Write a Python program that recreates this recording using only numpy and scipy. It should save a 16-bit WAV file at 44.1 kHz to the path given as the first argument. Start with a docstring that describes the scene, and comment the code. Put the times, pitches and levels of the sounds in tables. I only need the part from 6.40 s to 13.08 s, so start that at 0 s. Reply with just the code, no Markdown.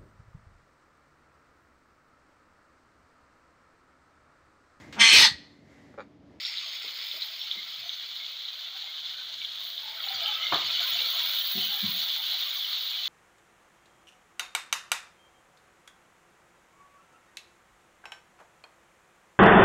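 """Fish deep-fries in a wok on a gas burner, close up in a small kitchen.
It opens on a hiss of steam from wet batter, over countless bubbles bursting in the oil. Single spits cut
through and a few bubbles sing as the sizzle ebbs. After three seconds a fresh wet piece goes in: it
gurgles, lifts the sizzle and, near four seconds, lets off one big pop as trapped water flashes to steam.
Fine spray fizzes on top, a few dull knocks land nearby, and the oil eases off over a faint flame rumble."""
import sys
import numpy as np
from scipy import signal
from scipy.fft import rfft, irfft
from scipy.io import wavfile

SR = 44100
rng = np.random.default_rng(int(sys.argv[2]) if len(sys.argv) > 2 else 0)


def log_audio(samples):
    """Write samples as a 16-bit WAV file to the path given in sys.argv[1]."""
    # one column per channel
    frames = np.atleast_2d(samples).T
    # limit to full scale, then quantise
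    limited = np.clip(frames, -1, 1)
    pcm = np.round(limited * 32767).astype(np.int16)
    wavfile.write(sys.argv[1], SR, pcm)


N = 294588
T = np.arange(N) / SR

# wet fish meeting the oil, and the surge it sets off: start_s, sizzle_db, gurgle_db, steam_jet_db
FISH_PIECES = [(-0.6, -46, -55, -36.5), (3.328, -29, -45.5, -52)]
# tone of the crackle: frequency_hz, gain_db
CRACKLE_EQ = [(400, -42.5), (700, -27), (1500, -19), (1850, -19), (2200, -18), (2650, -18.5), (3100, -3.5),
              (3550, 1), (4250, -2.5), (5000, -18.5), (5800, -22), (6600, -22.5), (8200, -41.5),
              (12000, -70)]
# tone of the tiny ringing bubbles: frequency_hz, gain_db
PING_EQ = [(1900, -24), (2300, -12), (2650, -10.5), (3010, -1), (3250, 1.5), (3620, 3.5), (4100, -1),
           (4480, 1.5), (5050, -10), (5400, -14), (6500, -25), (7400, -23), (8500, -61), (12000, -65)]
# the wok's high ring under the snapping bubbles: pitch_hz, level_db, t60_s
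WOK_RIM_MODES = [(2316, -7.5, 0.3), (3045, 5.5, 0.089), (3540, 8, 0.081), (4424, 13.5, 0.032),
                 (5870, -13, 0.15), (6770, -17, 0.054)]
# the featured spits of oil: start_s, level_db, pitch_hz
LOUD_SPITS = [(0.0503, -18.5, 3740), (0.183, -20, 3670), (0.714, -22, 3500), (1.0152, -24, 3300),
              (1.113, -15, 3480), (1.7636, -24, 3920), (2.0524, -23.5, 3770), (3.0167, -25.5, 3100),
              (3.048, -19, 3380), (3.379, -21, 3520), (3.686, -19, 4120), (3.8596, -14, 3200),
              (4.029, -20, 3440), (4.145, -13, 3600), (4.3939, -15, 3450), (4.6179, -19, 3650),
              (4.779, -22, 3660), (6.635, -22, 3520)]
# steam pockets bursting under the oil: start_s, level_db, pitch_hz, bang_gain
STEAM_POCKETS = [(0.444, -46, 600, .4), (0.74, -50, 520, .2), (1.155, -49.5, 480, .2),
                 (4.1225, -20, 990, .85)]
# the wok of oil ringing around a pop: pitch_hz, level_db, t60_s
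WOK_BODY_MODES = [(300, -7.5, 0.2), (349, -14, 0.37), (606, -1, 0.083), (680, -32, 0.042), (880, -24, 0.56),
                  (1100, -9, 0.4), (1184, 1, 0.15), (1220, -3, 0.38)]
# tone of the splutter after a 950 Hz pop, shifted with each pop's pitch: frequency_hz, gain_db
SPLUTTER_EQ = [(60, -25), (125, -1.5), (220, -15.5), (330, 1.5), (480, -3), (650, 7.5), (1200, 1),
               (1450, -1), (2200, -5), (4000, -38), (9000, -80)]
# tone of the large bubbles: frequency_hz, gain_db
GURGLE_EQ = [(250, -19.5), (520, -12), (600, -6), (690, -1.5), (950, -7), (1120, -0.5), (1300, 3.5),
             (1550, 6.5), (1800, 1), (2120, 11), (2600, 2.5), (4000, -47)]
# tone of the steam leaving the batter: frequency_hz, gain_db
STEAM_JET_EQ = [(1400, -44), (1850, -6), (2080, 3), (2600, -1), (3400, -11), (4600, 6), (5350, 1),
                (5800, -31), (6600, -8), (7300, -18.5), (9000, -26.5), (11000, -52)]
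# tone of the finest droplets: frequency_hz, gain_db
SPRAY_EQ = [(5000, -45), (8000, -39), (12500, -35.5), (13800, -24), (14400, -8.5), (15000, -4.5),
            (15500, -3), (16500, -34.5)]
# fader ride on the spray: time_s, level_db
SPRAY_RIDE = [(0.0, -55), (0.11, -61), (0.76, -49), (1.11, -56), (3.09, -60.5), (3.29, -50.5), (3.55, -55),
              (3.63, -46.5), (4.0, -51), (4.39, -49), (4.5, -35.5), (4.52, -41.5), (5.1, -37), (6.68, -47)]
# the clearest singing bubbles: start_s, length_s, pitch_hz, level_db
CLEAR_SQUEALS = [(0.024, 0.098, 5410, -40.5), (0.102, 0.32, 6430, -56.5), (0.988, 0.079, 5400, -48),
                 (1.155, 0.059, 2120, -43.5), (1.424, 0.071, 705, -57), (1.43, 0.15, 6200, -55.5),
                 (1.79, 0.073, 2200, -48), (2.466, 0.057, 2160, -49), (2.75, 0.089, 1525, -52),
                 (3.014, 0.047, 2280, -45), (3.417, 0.15, 884, -52.5), (3.624, 0.17, 773, -47),
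                 (3.712, 0.46, 1288, -46.5), (3.792, 0.065, 686, -46.5), (3.979, 0.1, 3000, -37),
                 (4.0, 0.14, 2115, -39), (4.415, 0.056, 1474, -43), (4.526, 0.18, 2300, -43.5),
                 (4.59, .1, 515, -55), (4.74, 0.063, 684, -50.5), (5.171, 0.18, 3030, -34)]
# dull knocks nearby: start_s, level_db, contact_s
KNOCK_HITS = [(1.166, -56.5, 0.0019), (1.375, -43, 0.0074), (3.735, -39, 0.0074), (4.235, -36, 0.0068),
              (4.519, -40, 0.0073), (5.147, -41, 0.00076), (5.168, -39, 0.0005), (5.422, -39, 0.0031),
              (5.4319, -29, 0.0038), (5.484, -36, 0.0046)]
# ring of the heavy thing being knocked: pitch_hz, level_db, t60_s
KNOCK_BODY_MODES = [(106.6, -10, 0.21), (159.3, -16, 0.49), (197.5, 4.5, 0.14), (215, 10, 0.077),
                    (313, -6.5, 0.24), (393, 3.5, 0.089), (490, -21, 0.2), (713, -5, 0.18)]
# tone of the flame and rolling oil: frequency_hz, gain_db
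BURNER_EQ = [(20, 14.5), (35, 14), (50, 10), (80, 4), (110, -0.5), (160, -4), (300, -6), (550, -6.5),
             (1200, -22), (4000, -13)]


def sizzle(wet):
    """Tiny bubbles snap in flurries and the smallest merge into hiss; on wet fish many of them ring."""
    snaps = unit(bursts(count=16000, spread_db=2.5)) * undb(1.8 * wander(35))
    crackle = unit(eq(snaps + undb(-4) * rng.standard_normal(N), CRACKLE_EQ))
    pings = bubbles(count=4200, low_hz=1876, high_hz=8517, cycles=410, spread_db=3.5, glide=0.011)
    rim = unit(signal.fftconvolve(snaps, ring(WOK_RIM_MODES, rise_s=0.0027))[:N])
    ringing = unit(unit(eq(pings, PING_EQ)) + undb(-9.5) * rim)
    blend = np.sqrt(1 - wet) * crackle + np.sqrt(wet) * ringing
    return unit(kitchen(blend, wet_db=-16.5, t60_s=0.13))


def boil():
    """Envelopes for sizzle, gurgle, steam jet and wetness: each piece adds a surge to the simmer."""
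    fine, large = undb(-38.5) ** 2, undb(-57.5) ** 2  # the simmer under the surges
    jet = wet = 0
    for start_s, sizzle_db, gurgle_db, jet_db in FISH_PIECES:
        heated_s = start_s + 0.25  # the sizzle waits for the batter to heat; large bubbles come at once
        fine += undb(sizzle_db) ** 2 * surge(heated_s, rise_s=.85, fall_db_per_s=2)
        large += undb(gurgle_db) ** 2 * surge(start_s, rise_s=.7, fall_db_per_s=3.5)
        jet += undb(jet_db) ** 2 * surge(start_s, rise_s=.1, fall_db_per_s=8)
        wet += 0.41 * surge(heated_s, rise_s=0.075, fall_db_per_s=1.5)  # share of the sizzle that rings
    return np.sqrt(fine), np.sqrt(large), np.sqrt(jet), np.clip(wet, 0, 1)


def flurries(wet):
    """Movement in the sizzle's gain: on wet fish it sways at random and each loud spit stirs it up."""
    stir = sum(arch(T - start_s + 0.0061, length_s=0.056) for start_s, _, _ in LOUD_SPITS)
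    return undb(wet * (2.5 * stir - 0.5 * wander(9.2)))


def spits():
    """Each spit of oil is a snap a few cycles long, with a short spattering tail."""
    out = np.zeros(N)
    t = T[:SR // 200] - .001
    snap = np.exp(-(t / 0.0007) ** 2)
    for start_s, level_db, pitch_hz in list(LOUD_SPITS) + small_spits(count=22):
        add(out, start_s, undb(level_db) * snap * np.sin(2 * np.pi * pitch_hz * t))
    return kitchen(out, wet_db=-2.5, t60_s=0.1)


def small_spits(count):
    """A random scatter of lesser spits, as rows of start_s, level_db, pitch_hz."""
    when, size, pitch = rng.random((count, 3)).T
    level_db = -34 - 8.8 * np.log(1 - .9 * size)
    pitch_hz = 3720 * 2 ** (.4 * (pitch - .5))
    return list(zip(when * N / SR, level_db, pitch_hz))


def steam_pops():
    """Trapped water flashes to steam: a short bang, the wok's ring, then a splutter of oil."""
    out, t = np.zeros(N), T[:SR // 2]
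    punch = 1.5 * np.sqrt(np.abs(arch(t, length_s=.004)))
    settling = fade(t, 0.24) + undb(-12.5) * fade(t, 0.25)
    wok = undb(-7.5) * ring(WOK_BODY_MODES, rise_s=0.01)
    for start_s, level_db, pitch_hz, bang_gain in STEAM_POCKETS:
        bang = bang_gain * punch * np.sin(2 * np.pi * pitch_hz * t)
        add(out, start_s, undb(level_db) * (bang + wok))
        splutter = np.zeros(N)
        add(splutter, start_s, undb(level_db + 2.5) * settling * rng.standard_normal(len(t)))
        out += eq(splutter, [(hz * pitch_hz / 950, db) for hz, db in SPLUTTER_EQ])  # low pops are darker
    return out


def gurgle():
    """Large bubbles roll up around the fish and plop open, coloured by the hollow of the wok."""
    plops = bubbles(count=1400, low_hz=457.4, high_hz=2513, cycles=87, spread_db=1.0, glide=0.028)
    clicks = unit(bursts(count=2700, spread_db=6.0))
    blend = unit(eq(plops, GURGLE_EQ)) + unit(eq(clicks, GURGLE_EQ))
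    return unit(kitchen(blend, wet_db=-2, t60_s=0.29))


def steam_jet():
    """Steam escapes the wet batter in a bright, fluttering hiss."""
    fizz = unit(bursts(count=25000, spread_db=5.0))
    return unit(eq(fizz, STEAM_JET_EQ)) * undb(2.16 * wander(31.3))


def spray():
    """The finest droplets fizz in quick puffs, adding air at the very top."""
    mist = unit(bursts(count=30000, spread_db=4)) + undb(3) * rng.standard_normal(N)
    return unit(eq(mist, SPRAY_EQ) * undb(wander(28) + 1.6 * wander(160)))


def squeals(gurgling, wet_sizzling):
    """Steam forced through the batter makes single bubbles sing: short, rough, narrow tones."""
    out, t = np.zeros(N), T[:SR // 2]
    bins_hz = np.fft.rfftfreq(len(t), 1 / SR)
    coos = singing_bubbles(gurgling, low_hz=614, high_hz=2400, trim_db=-2.5, typical_s=.05, count=44)
    chirps = singing_bubbles(wet_sizzling, low_hz=4440, high_hz=7200, trim_db=-16, typical_s=.03, count=50)
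    for start_s, length_s, pitch_hz, level_db in list(CLEAR_SQUEALS) + coos + chirps:
        width_hz = 30 + 0.012 * pitch_hz
        resonance = 1 / (1 + ((bins_hz - pitch_hz) / width_hz) ** 2)
        swell = arch(t, length_s + 0.012)
        tone = swell * irfft(rfft(rng.standard_normal(len(t))) * resonance, len(t))
        tone_rms = np.sqrt(np.sum(tone ** 2) / np.sum(swell ** 2))
        add(out, start_s - .01, undb(level_db) * tone / tone_rms)
    return out


def singing_bubbles(drive, low_hz, high_hz, trim_db, typical_s, count):
    """Squeals come thicker and louder with the drive: rows of start_s, length_s, pitch_hz, level_db."""
    when, life, pitch = rng.random((count, 3)).T
    onsets = np.searchsorted(np.cumsum(drive) / drive.sum(), when)
    pitch_hz = low_hz * (high_hz / low_hz) ** pitch
    level_db = 20 * np.log10(drive[onsets]) + trim_db
    return list(zip(onsets / SR, typical_s * (.5 + life), pitch_hz, level_db))


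def knocks():
    """Soft blows on something heavy; the longer the contact, the darker the thud."""
    out, t = np.zeros(N), T[:SR // 50]
    body = ring(KNOCK_BODY_MODES, rise_s=.008)
    for start_s, level_db, contact_s in KNOCK_HITS:
        push = arch(t, contact_s)
        add(out, start_s, undb(level_db) * signal.fftconvolve(body, push / push.sum()))
    return kitchen(out, wet_db=-5, t60_s=0.38)


def burner(sizzling):
    """A faint, unsteady bed of flame and rolling oil that grows with the boil."""
    rumble = unit(eq(rng.standard_normal(N), BURNER_EQ))
    boil_db = 20 * np.log10(sizzling) + 32.5
    return rumble * undb(-61 + 0.64 * boil_db + 2 * wander(3.3))


def kitchen(x, wet_db, t60_s):
    """A tight reverb: scatter from the bowl of the wok and the close walls."""
    t = T[:SR // 3]
    tail = rng.standard_normal(len(t)) * fade(t, t60_s) * (t > .002)
    return x + undb(wet_db) * signal.fftconvolve(x, tail / np.linalg.norm(tail))[:N]


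def bubbles(count, low_hz, high_hz, cycles, spread_db, glide):
    """Bubbles ring at a pitch set by their size and bend up a little as they surface."""
    out = np.zeros(N)
    for when, pitch, strength, life in rng.random((count, 4)):
        hz = low_hz * (high_hz / low_hz) ** pitch
        t = T[:int(cycles * (.5 + life) / hz * SR) + 2]
        age = t / t[-1]
        gain = undb(-spread_db * np.log(1 - .97 * strength))
        tone = np.sin(2 * np.pi * hz * t * (1 + glide * age / 2))
        add(out, when * N / SR, gain * fade(age, 1) * tone)
    return unit(out)


def bursts(count, spread_db):
    """Clicks at random moments: many small ones, few large."""
    when, size, sign = rng.random((count, 3)).T
    rarity = -np.log(1 - .985 * size)
    return np.bincount((when * N).astype(int), undb(spread_db * rarity) * np.sign(sign - .5), N)


def ring(modes, rise_s):
    """Half a second of modes that bloom over the rise time, then die away."""
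    t = T[:SR // 2]
    swell = 1 - np.exp(-(t / rise_s) ** 2)
    return swell * sum(undb(db) * fade(t, t60_s) * np.sin(2 * np.pi * hz * t) for hz, db, t60_s in modes)


def surge(start_s, rise_s, fall_db_per_s):
    """Power that climbs evenly to 1, then ebbs."""
    age = T - start_s
    return np.clip(age / rise_s, 0, 1) * undb(-fall_db_per_s * np.maximum(age - rise_s, 0)) ** 2


def arch(t, length_s):
    """A half-sine envelope."""
    return np.sin(np.pi * np.clip(t / length_s, 0, 1))


def fade(t, t60):
    """Exponential decay, 60 dB down at t60."""
    return np.exp(-np.log(1000) * t / t60)


def wander(rate_hz):
    """Smooth random modulation at rms 1."""
    knots = rng.standard_normal(4096)
    return unit(np.interp(T * rate_hz, np.arange(len(knots)), knots))


def eq(x, curve):
    """Shape the tone with a curve of frequency_hz, gain_db points."""
    hz, db = np.transpose(curve)
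    bins_hz = np.maximum(np.fft.rfftfreq(len(x), 1 / SR), 1)
    return irfft(rfft(x) * undb(np.interp(np.log(bins_hz), np.log(hz), db)), len(x))


def add(out, start_s, sound):
    """Drop a sound onto the track."""
    i = max(int(start_s * SR), 0)
    out[i:i + len(sound)] += sound[:max(N - i, 0)]


def undb(db):
    """Decibels to gain."""
    return 10 ** (np.asarray(db) / 20)


def unit(x):
    """Scale to rms 1."""
    return x / np.sqrt(np.mean(x ** 2))


def scene():
    """The mono mix: the frying bed, its accents, the knocks and the burner."""
    sizzling, gurgling, steaming, wet = boil()
    spraying = undb(np.interp(T, *np.transpose(SPRAY_RIDE)))
    oil = sizzle(wet) * sizzling * flurries(wet) + gurgle() * gurgling
    hiss = spray() * spraying + steam_jet() * steaming
    accents = squeals(gurgling, sizzling * np.sqrt(wet)) + spits() + steam_pops()
    return (oil + hiss + accents + knocks() + burner(sizzling))[None]


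def record(dry):
    """A small microphone loses the deep bass, and a steep high cut trims the very top."""
    low_cut = signal.butter(4, 96.5, "high", fs=SR, output="sos")
    high_cut = signal.ellip(12, .1, 85, 15550, fs=SR, output="sos")
    return signal.sosfilt(high_cut, signal.sosfilt(low_cut, dry))


dry = scene()
out = record(dry)
log_audio(out)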